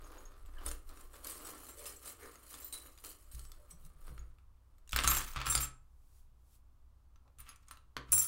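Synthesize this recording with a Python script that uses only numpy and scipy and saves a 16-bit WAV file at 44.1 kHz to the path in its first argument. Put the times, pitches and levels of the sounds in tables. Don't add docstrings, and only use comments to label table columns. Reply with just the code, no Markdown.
import sys
import numpy as np
from scipy import signal
from scipy.fft import rfft, irfft, next_fast_len
from scipy.io import wavfile
from scipy.ndimage import uniform_filter1d, map_coordinates

SR = 44100
rng = np.random.default_rng(int(sys.argv[2]) if len(sys.argv) > 2 else 0)


def int16_out(signal):
    q = np.round(np.clip(np.atleast_2d(signal).T, -1, 1) * 32767)
    wavfile.write(sys.argv[1], SR, q.astype(np.int16))


N = 365089
TIME = np.arange(N) / SR
TOP_HZ = 15850


def amp(db):
    return 10 ** (np.asarray(db) / 20)


def unit(x):
    return x / np.sqrt(np.mean(x ** 2) + 1e-20)


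def peak_unit(x, size):
    return x / np.sqrt(uniform_filter1d(x ** 2, size, mode="constant").max())


def along(points, hz):
    point_hz, values = np.transpose(points)
    return np.interp(np.log(hz + 1), np.log(point_hz), values)


def gains(rows):
    s, *columns = np.transpose(rows)
    return [amp(np.interp(TIME, s, db, left=-120, right=-120)) for db in columns]


def swells(rows):
    settle_db = 23.5
    t = np.linspace(0, N / SR, N // 32)
    peak, rise, fall, *levels = np.transpose(rows)[:, :, None]
    away = np.maximum((peak - t) / rise, (t - peak) / fall)
    shape_db = -20 * away - settle_db * np.maximum(away - 1, 0) ** 2
    return [np.interp(TIME, t, np.linalg.norm(amp(db + shape_db), axis=0)) for db in levels]


def wobble(rate, size):
    knots = rng.standard_normal(int(size * rate / SR) + 4)
    return map_coordinates(knots, [np.arange(size) * rate / SR])


def add(track, s, sound):
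    part = track[max(0, round(s * SR)):][:len(sound)]
    part += sound[:len(part)]


def filtered(x, response):
    size = next_fast_len(len(x) + 8192)
    return irfft(rfft(x, size) * response(np.fft.rfftfreq(size, 1 / SR)), size)[:len(x)]


def coloured(x, spectrum):
    return filtered(x, lambda hz: amp(along(spectrum, hz)))


def resonances(hz, modes):
    return sum(amp(db) * 1j * hz * w / (c * c - hz * hz + 1j * hz * w) for c, w, db in modes)


def taps(rate, spread_db):
    sizes = amp(spread_db * np.clip(rng.standard_normal(N), -2, 2)) * rng.choice([-1, 1], N)
    return sizes * (rng.random(N) < rate / SR)


def charm(t60, crack_t60, ring_db, count):
    t = np.arange(4096) / SR
    hz = rng.uniform(2600, TOP_HZ, (count, 1))
    life = t60 * np.exp(.5 * rng.standard_normal((count, 1)))
    strengths = rng.standard_normal((count, 1))
    ring = np.sum(strengths * amp(-60 * t / life) * np.sin(2 * np.pi * hz * t), axis=0)
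    crack = rng.standard_normal(len(t)) * amp(-60 * t / crack_t60)
    return unit(crack) + amp(ring_db) * unit(ring)


def jostle(rate, spread_db, t60, crack_db):
    blows = taps(rate, spread_db)
    at = np.flatnonzero(blows)
    k = np.arange(700)
    ring = np.zeros(N + len(k))
    for _ in range(3):
        hz = rng.uniform(2000, TOP_HZ, (len(at), 1))
        life = t60 * rng.uniform(.5, 1.5, hz.shape)
        grains = blows[at, None] * amp(-60 * k / SR / life) * np.sin(2 * np.pi * hz * k / SR)
        ring += np.bincount((at[:, None] + k).ravel(), grains.ravel(), len(ring))
    crack_envelope = signal.oaconvolve(abs(blows), amp(-60 * k / SR / 0.012))[:N]
    crack = crack_envelope * rng.standard_normal(N)
    return unit(ring[:N]) + amp(crack_db) * unit(crack)


# pitch_hz, level_db (relative)
AIR_COLOUR = [(18, -5), (27, -6), (38, -15), (60, -10.5), (72, -8.5), (100, -19), (135, -21), (165, -30),
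              (280, -33), (450, -38), (700, -39), (1150, -35.5), (1800, -48), (5000, -52), (16000, -54.5)]


def room_air():
    noise = coloured(rng.standard_normal(N), AIR_COLOUR)
    return amp(-76.5) * noise / np.std(filtered(noise, lambda hz: hz > 100))


# pitch_hz, level_db
HUM_TONES = [(59.2, -63), (91.5, -75)]


def hum():
    return sum(amp(db) * np.sin(2 * np.pi * hz * TIME) for hz, db in HUM_TONES)


# peak_s, rise_s, fall_s, level_db
BRUSHES = [(6.19, .35, .1, -72), (6.555, 0.16, 0.052, -69)]
# pitch_hz, level_db (relative)
BRUSH_COLOUR = [(1500, -11.5), (4000, -7.5), (9000, -2.5), (16000, -5)]


def brushes():
    return swells(BRUSHES)[0] * unit(coloured(rng.standard_normal(N), BRUSH_COLOUR))


# pitch_hz, t60_s
ROOM_DECAY = [(200, 0.45), (1300, 0.34), (4000, 0.24), (9000, 0.27), (16000, 0.067)]


def room(x):
    hz, t, cells = signal.stft(rng.standard_normal(SR // 2), SR, nperseg=256)
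    decay = amp(-60 * t / along(ROOM_DECAY, hz)[:, None])
    tail = signal.istft(cells * decay, SR, nperseg=256)[1]
    tail = np.pad(tail / np.linalg.norm(tail), (200, 0))
    wall_colour = [(300, -2), (1300, -7.0), (4000, -7.5), (9000, -13.0), (16000, -16.5)]
    return coloured(signal.oaconvolve(x, tail)[:N], wall_colour)


# time_s, level_db
STAND_SWAY = [(0, -45.5), (.35, -54), (.6, -49), (.9, -49.5), (1.25, -58), (2.3, -73.5), (4.1, -50),
              (4.7, -69), (5.13, -43), (5.7, -61.5), (8.28, -75)]


def stand_tremble():
    colour = [(10, -21.5), (23, 1.5), (32, -9), (60, -22.5), (150, -45), (400, -110)]
    return gains(STAND_SWAY)[0] * unit(coloured(rng.standard_normal(N), colour))


# start_s, boom_db, hardness_db
THUMPS = [(0.448, -47, -19.5), (0.658, -38.5, -6.5), (3.34, -40, -2), (4.099, -41.5, -2),
          (4.189, -42.5, -3), (4.933, -30, -2), (5.047, -28, -3.5), (5.078, -33.5, 2), (5.36, -36.5, 6.5),
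          (5.471, -36, 4.5), (5.559, -33.5, 4), (7.386, -48, 0), (7.97, -49.5, 10), (8.092, -44.5, 6),
          (8.128, -45.5, 14.5)]
# pitch_hz, t60_s
TABLE_LOW = [(56.5, .45), (23, .85), (127, .5)]


def thumps():
    sway_db, drone_db = -9, -12
    out = np.zeros(N)
    t = np.arange(SR) / SR
    onset = 1 - np.exp(-t / 0.0044)
    for s, boom_db, hard_db in THUMPS:
        for (hz, t60), db in zip(TABLE_LOW, (0, sway_db - hard_db, drone_db + hard_db)):
            swing = np.sin(2 * np.pi * hz * (1 + 0.0059 * rng.standard_normal()) * t)
            add(out, s, amp(boom_db + db - 60 * t / t60) * swing * onset)
    return out


# start_s, length_s, first_hz, last_hz, width_hz, level_db
SCRAPES = [(0.116, 0.0886, 756, 1092, 295, -64), (.55, 0.052, 1597, 1760, 400, -60),
           (.6, 0.064, 700, 1232, 244, -63.5), (1.74, 0.1, 346.6, 679, 205, -61),
           (2.19, 0.098, 345.6, 515, 184, -59.5), (2.18, 0.14, 1912, 1592, 1023, -59),
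           (3.325, 0.025, 172, 108, 91, -64), (3.56, 0.099, 660, 452, 200, -70.5),
           (3.7, 0.072, 188, 160, 71, -68), (3.8, 0.095, 165, 145, 52, -64.5),
           (4.07, 0.083, 159.6, 109, 80, -60), (5.2, 0.17, 14200, 15180, 3600, -57),
           (7.24, 0.0597, 598, 1096, 1097, -72.5), (7.388, 0.026, 12500, 12600, 6000, -56.5),
           (7.41, 0.18, 2233, 2600, 1200, -69.5)]


def scrapes():
    out = np.zeros(N)
    for s, length, first_hz, last_hz, width_hz, db in SCRAPES:
        size = int(length * SR)
        phase = 2 * np.pi * np.cumsum(np.linspace(first_hz, last_hz, size)) / SR
        band = wobble(width_hz, size) * np.cos(phase) + wobble(width_hz, size) * np.sin(phase)
        add(out, s, amp(db) * np.hanning(size) * unit(band))
    return out


# start_s, pitch_hz, level_db, t60_s
TINKS = [(.04, 6630, -56, 0.076), (.182, 6710, -50, 0.044), (.254, 6570, -49.5, 0.048),
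         (.583, 2940, -53, 0.047), (.662, 9500, -26, 0.029), (.712, 9380, -39.5, 0.047),
         (1.269, 11740, -34, 0.039), (1.688, 7540, -55, 0.26), (1.864, 5170, -46.5, 0.077),
         (1.962, 7670, -47, 0.061), (2.075, 7560, -52, 0.24), (2.6, 14640, -45, 0.13),
         (2.62, 4060, -64.5, 0.56), (2.645, 14640, -37.5, 0.13), (2.725, 8580, -39, 0.1),
         (2.726, 3970, -51.5, 0.36), (2.754, 10340, -49, 0.12), (3.314, 8400, -56, 0.11),
         (3.393, 8060, -62, .35), (3.459, 7900, -65, .37), (3.71, 8140, -51.5, 0.077),
         (3.707, 5890, -60, 0.16), (4.193, 6740, -47, 0.027), (5.044, 10400, -37, .023),
         (5.5, 9500, -32, 0.14), (5.552, 9480, -19.5, 0.043), (7.158, 5950, -66.5, 0.036),
         (7.401, 9540, -46.5, 0.064), (7.491, 10400, -48.5, .1), (7.71, 9300, -45.5, 0.056)]


def tinks():
    out = np.zeros(N)
    t = np.arange(SR // 3) / SR
    onset = 1 - np.exp(-t / 0.00075)
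    for s, hz, db, t60 in TINKS:
        note = np.sin(2 * np.pi * hz * t + wobble(300, len(t)))
        others = np.sin(2 * np.pi * rng.uniform(5000, TOP_HZ, (2, 1)) * t).sum(axis=0)
        level_db = db - 60 * t / t60 + 3 * wobble(100, len(t))
        add(out, s, amp(level_db) * (note + amp(-16) * others) * onset)
    return out


# start_s, free_s, first_db, second_db, third_db
RINGS = [(5.077, .028, -43, -46, -39), (5.098, 0.083, -41, -46, -30), (5.163, 0.033, -44, -40, -39),
         (5.465, 0.051, -45.5, -41.5, -54), (5.498, .03, -35, -37, -42), (5.526, 0.19, -37, -41, -48),
         (5.605, .05, -40.5, -43.5, -39), (8.12, 0.0033, -29, -23, -30), (8.127, .048, -29.5, -24, -39),
         (8.178, 0.005, -32, -24, -34), (8.188, 0.02, -28.5, -29.5, -36), (8.215, 0.032, -35, -32, -38),
         (8.251, .04, -46, -38, -46)]
# pitch_hz, level_db (relative), t60_s
RING_PARTIALS = [
    [(5680, -13, .3), (6185, -11, .25), (7521, 0, .5), (8868, -5, .4)],
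    [(9776, 0, .35), (10291, -10, .25), (15626, -8, .3)],
    [(12795, -12, .25), (13232, -1, .25), (13598, 0, .25)],
]


def rings():
    out = np.zeros(N)
    t = np.arange(SR // 6) / SR
    onset = 1 - np.exp(-t / .0004)
    for s, free, *strengths in RINGS:
        choke_db = -60 * np.maximum(t - free, 0) / 0.032
        for strength, partials in zip(strengths, RING_PARTIALS):
            for hz, db, t60 in partials:
                grazes = rng.standard_normal(len(t)) * (rng.random(len(t)) < 350 / SR)
                fray = np.cumsum(grazes) * 0.5
                shake_db = 2.8 * wobble(140, len(t)) + 1.5 * wobble(30, len(t))
                tone = np.sin(2 * np.pi * (hz * t + rng.random()) + fray)
                level_db = strength + db + shake_db - 60 * t / t60 + choke_db
                add(out, s, amp(level_db) * tone * onset)
    return out


# pitch_hz, level_db (relative)
WOOD_COLOUR = [(80, -25.5), (250, -7.5), (450, -16), (800, -11), (1050, -3.5), (1400, -4), (1900, -5.5),
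               (2600, -4), (3400, -7), (4400, -10.5), (7000, -20), (14000, -36)]
# pitch_hz, width_hz, level_db (relative)
TABLE_TOP = [(1172, 80, -2), (1296, 55, 6)]


def wood(x):
    return filtered(x, lambda hz: amp(along(WOOD_COLOUR, hz)) + resonances(hz, TABLE_TOP))


# peak_s, rise_s, fall_s, wood_rattle_db, metal_db
FLURRIES = [(4.931, 0.0026, 0.057, -43.5, -46), (4.963, 0.0074, 0.13, -38, -46),
            (5.04, 0.023, 0.21, -39, -39), (5.08, 0.012, 0.089, -45, -34), (5.112, 0.046, .13, -41.5, -38),
            (5.172, 0.066, 0.095, -45.5, -39.5), (5.28, 0.093, 0.083, -56, -54),
            (5.365, 0.043, 0.098, -44, -72), (5.41, .04, .14, -46, -75), (5.467, 0.018, .11, -40.5, -45),
            (5.553, 0.035, 0.085, -42, -44.5), (5.635, .1, 0.046, -46.5, -45),
            (7.4, 0.019, 0.062, -61, -61.5), (7.49, 0.043, 0.063, -57.5, -62.5),
            (7.635, 0.062, 0.084, -77, -78), (7.686, 0.017, 0.034, -63.5, -66),
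            (7.712, 0.005, 0.059, -61, -63.5), (8.1, .04, .03, -60, -72),
            (8.122, 0.0076, 0.056, -47.5, -46), (8.22, 0.088, 0.88, -57.5, -50)]
# pitch_hz, level_db (relative)
CLICK_COLOUR = [(900, -21.5), (2000, -11), (3500, -7), (5500, -6), (7500, 0.5), (9600, -1.5), (11500, -6.5),
                (13500, -3), (16000, -8)]


def tumble():
    rattle, metal = swells(FLURRIES)
    on_wood = unit(wood(taps(rate=520, spread_db=3)))
    jostling = jostle(rate=500, spread_db=2, t60=.032, crack_db=-2.5)
    on_metal = unit(coloured(jostling, CLICK_COLOUR))
    return rattle * on_wood + metal * on_metal


# start_s, metal_click_db, wood_knock_db
CONTACTS = [(0.461, -59.5, -80), (.663, -40.5, -57), (.689, -41.5, -70), (.714, -39.5, -46.5),
            (0.892, -52.5, -63), (.973, -60, -57), (1.164, -56, -66), (1.246, -40.5, -67),
            (1.272, -42, -67), (1.474, -61, -61), (1.857, -44, -59), (2.356, -54, -56), (2.541, -46, -53.5),
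            (2.726, -42, -72), (2.977, -54.5, -62), (2.986, -55, -62), (3.048, -42.5, -54),
            (3.106, -47.5, -74), (3.315, -59, -82), (3.347, -50.5, -72), (3.394, -46.5, -60),
            (3.452, -53, -63), (3.518, -48.5, -59.5), (3.851, -57, -78), (4.179, -69, -52),
            (4.385, -74, -66.5), (4.783, -67, -75.5), (4.876, -56, -71), (4.893, -47, -69),
            (4.91, -50.5, -68), (4.922, -41.5, -68.5), (4.931, -42, -32.5), (4.962, -24, -28),
            (4.989, -33.5, -25), (5.003, -35, -38), (5.037, -32.5, -34), (5.043, -35.5, -29),
            (5.076, -18.5, -28), (5.112, -28, -40), (5.117, -31, -29.5), (5.149, -33, -38),
            (5.169, -32.5, -33), (5.184, -32, -44.5), (5.215, -41, -40.5), (5.316, -49.5, -59.5),
            (5.335, -47.5, -54.5), (5.361, -49, -38), (5.403, -47, -41.5), (5.416, -44, -38),
            (5.458, -40, -42.5), (5.468, -35.5, -32), (5.524, -34.5, -35.5), (5.552, -24.5, -32.5),
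            (5.577, -29.5, -46), (5.608, -46, -40), (7.159, -79, -67), (7.279, -77, -72),
            (7.386, -55, -77.5), (7.403, -51.5, -67), (7.467, -70, -58), (7.49, -48.5, -71),
            (7.56, -57.5, -72), (7.684, -53.5, -67), (7.711, -48.5, -46.5), (7.772, -63.5, -57),
            (7.967, -47, -33), (7.977, -58.5, -46), (8.129, -28, -39), (8.167, -47, -58),
            (8.179, -33.5, -44), (8.214, -41, -47)]


def contacts():
    tilt_db, heavy_dulls_db = -3, 0.05
    bounce_s, bounce_loss_db = .006, 14
    lead = 32
    out = np.zeros(N)
    t = np.arange(4096) / SR
    for s, click_db, knock_db in CONTACTS:
        slope_db = np.clip(tilt_db - heavy_dulls_db * (knock_db - click_db), -8, 1.5)
        colour = [(hz, db + slope_db * np.log2(hz)) for hz, db in CLICK_COLOUR]
        hop_s = bounce_s * (.5 + rng.random())
        for delay, loss_db in ((0, 0), (hop_s, bounce_loss_db)):
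            struck = charm(t60=.022, crack_t60=.011, ring_db=0, count=10)
            click = coloured(np.pad(struck, (lead, 0)), colour)
            burst = rng.standard_normal(len(t)) * amp(-60 * t / 0.014)
            knock = wood(np.pad(burst, (lead, 0)))
            both = amp(click_db) * peak_unit(click, size=44) + amp(knock_db) * peak_unit(knock, size=88)
            add(out, s + delay - lead / SR, amp(-loss_db) * both)
    return out


# peak_s, rise_s, fall_s, clinking_db, rubbing_db
STIRS = [(.16, 0.45, 0.22, -64.5, -62.5), (.62, 0.14, 0.12, -70, -57.5), (.666, 0.031, 0.1, -45, -52),
         (.895, 0.034, .12, -62, -60), (1.0, 0.14, 0.21, -62.5, -65.5), (1.14, 0.027, 0.14, -57, -58),
         (1.25, .035, 0.11, -49.5, -53.5), (1.3, 0.061, 0.14, -46.5, -59.5),
         (1.475, 0.19, 0.19, -50.5, -54.5), (1.62, 0.11, 0.18, -53.5, -61.5),
         (1.695, 0.046, 0.031, -48, -58), (1.87, 0.17, 0.14, -47.5, -57), (2.08, .1, 0.063, -48.5, -56),
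         (2.12, 0.071, 0.036, -48.5, -66), (2.25, 0.14, 0.21, -57, -59), (2.545, 0.17, 0.13, -51.5, -61),
         (2.63, 0.084, 0.16, -53, -64.5), (2.729, 0.0064, 0.14, -48.5, -58.5),
         (2.86, 0.048, 0.1, -57.5, -64), (3.04, .005, 0.095, -46.5, -58),
         (3.087, 0.056, 0.082, -49.5, -72.5), (3.23, .08, 0.074, -68, -89), (3.316, 0.0035, 0.22, -57, -78),
         (3.4, 0.057, 0.12, -63, -75), (3.71, 0.028, 0.046, -60, -72.5), (3.85, 0.074, 0.051, -62.5, -80),
         (4.07, 0.12, 0.21, -64.5, -66.5), (4.19, 0.18, 0.042, -76.5, -74)]
# time_s, clinking_db, rubbing_db
RESTLESS_HAND = [(0, -84, -67), (.5, -75, -71), (.85, -77, -74.5), (1.4, -85, -73), (2.9, -67.5, -76),
                 (3.6, -75, -75), (4.2, -85, -76.5), (4.5, -96, -89), (4.9, -89.5, -84.5)]
# pitch_hz, width_hz, level_db (relative)
HEAP_MODES = [(2800, 14, -43), (3036, 230, -6.5), (4220, 130, -5.5), (5050, 27, -15), (5940, 33, -5.5),
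              (6970, 54, -2), (8610, 37, 3.5), (9960, 200, -1), (10070, 40, -2.5), (10400, 31, -3.5),
              (11800, 1100, -3.5), (13300, 230, -3.5), (13400, 98, -9.5), (14510, 67, -1.5),
              (15600, 170, -9)]
# pitch_hz, level_db (relative)
HEAP_COLOUR = [(900, -33), (1800, -2.5), (3000, -10), (3700, -8.5), (4200, -6), (6200, -5), (8500, 3),
               (10000, 1), (12000, -5.5), (14500, -9.5), (15700, -2)]
# pitch_hz, level_db (relative)
RUB_COLOUR = [(100, -22), (220, -6.5), (340, 0.5), (600, -2.5), (850, -7), (1220, 3.5), (1600, -7),
              (2400, -12.5), (5000, -17), (12000, -38.5)]


def rummage():
    uneven_db = 1.5 * wobble(90, N)
    lumpy_db = 1.66 * wobble(45, N)
    clink, rub = np.hypot(swells(STIRS), gains(RESTLESS_HAND)) * amp([uneven_db, lumpy_db])
    sliding = taps(rate=900, spread_db=5)
    shimmer = unit(filtered(sliding, lambda hz: resonances(hz, HEAP_MODES)))
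    jostling = jostle(rate=700, spread_db=5.5, t60=0.07, crack_db=0.5)
    clinks = unit(coloured(jostling, HEAP_COLOUR))
    metal = unit(amp(-2.0) * shimmer + clinks)
    rubbing = unit(coloured(taps(rate=900, spread_db=5), RUB_COLOUR))
    return clink * metal + rub * rubbing


def scene():
    charms = rummage() + scrapes() + tinks() + tumble() + contacts() + rings()
    table = thumps() + stand_tremble()
    background = room_air() + hum() + brushes()
    return (charms + room(charms) + table + background)[None]


def record(dry):
    return np.array([filtered(x, lambda hz: np.clip((TOP_HZ - hz) / 200 + .5, 0, 1)) for x in dry])


dry = scene()
out = record(dry)
int16_out(out)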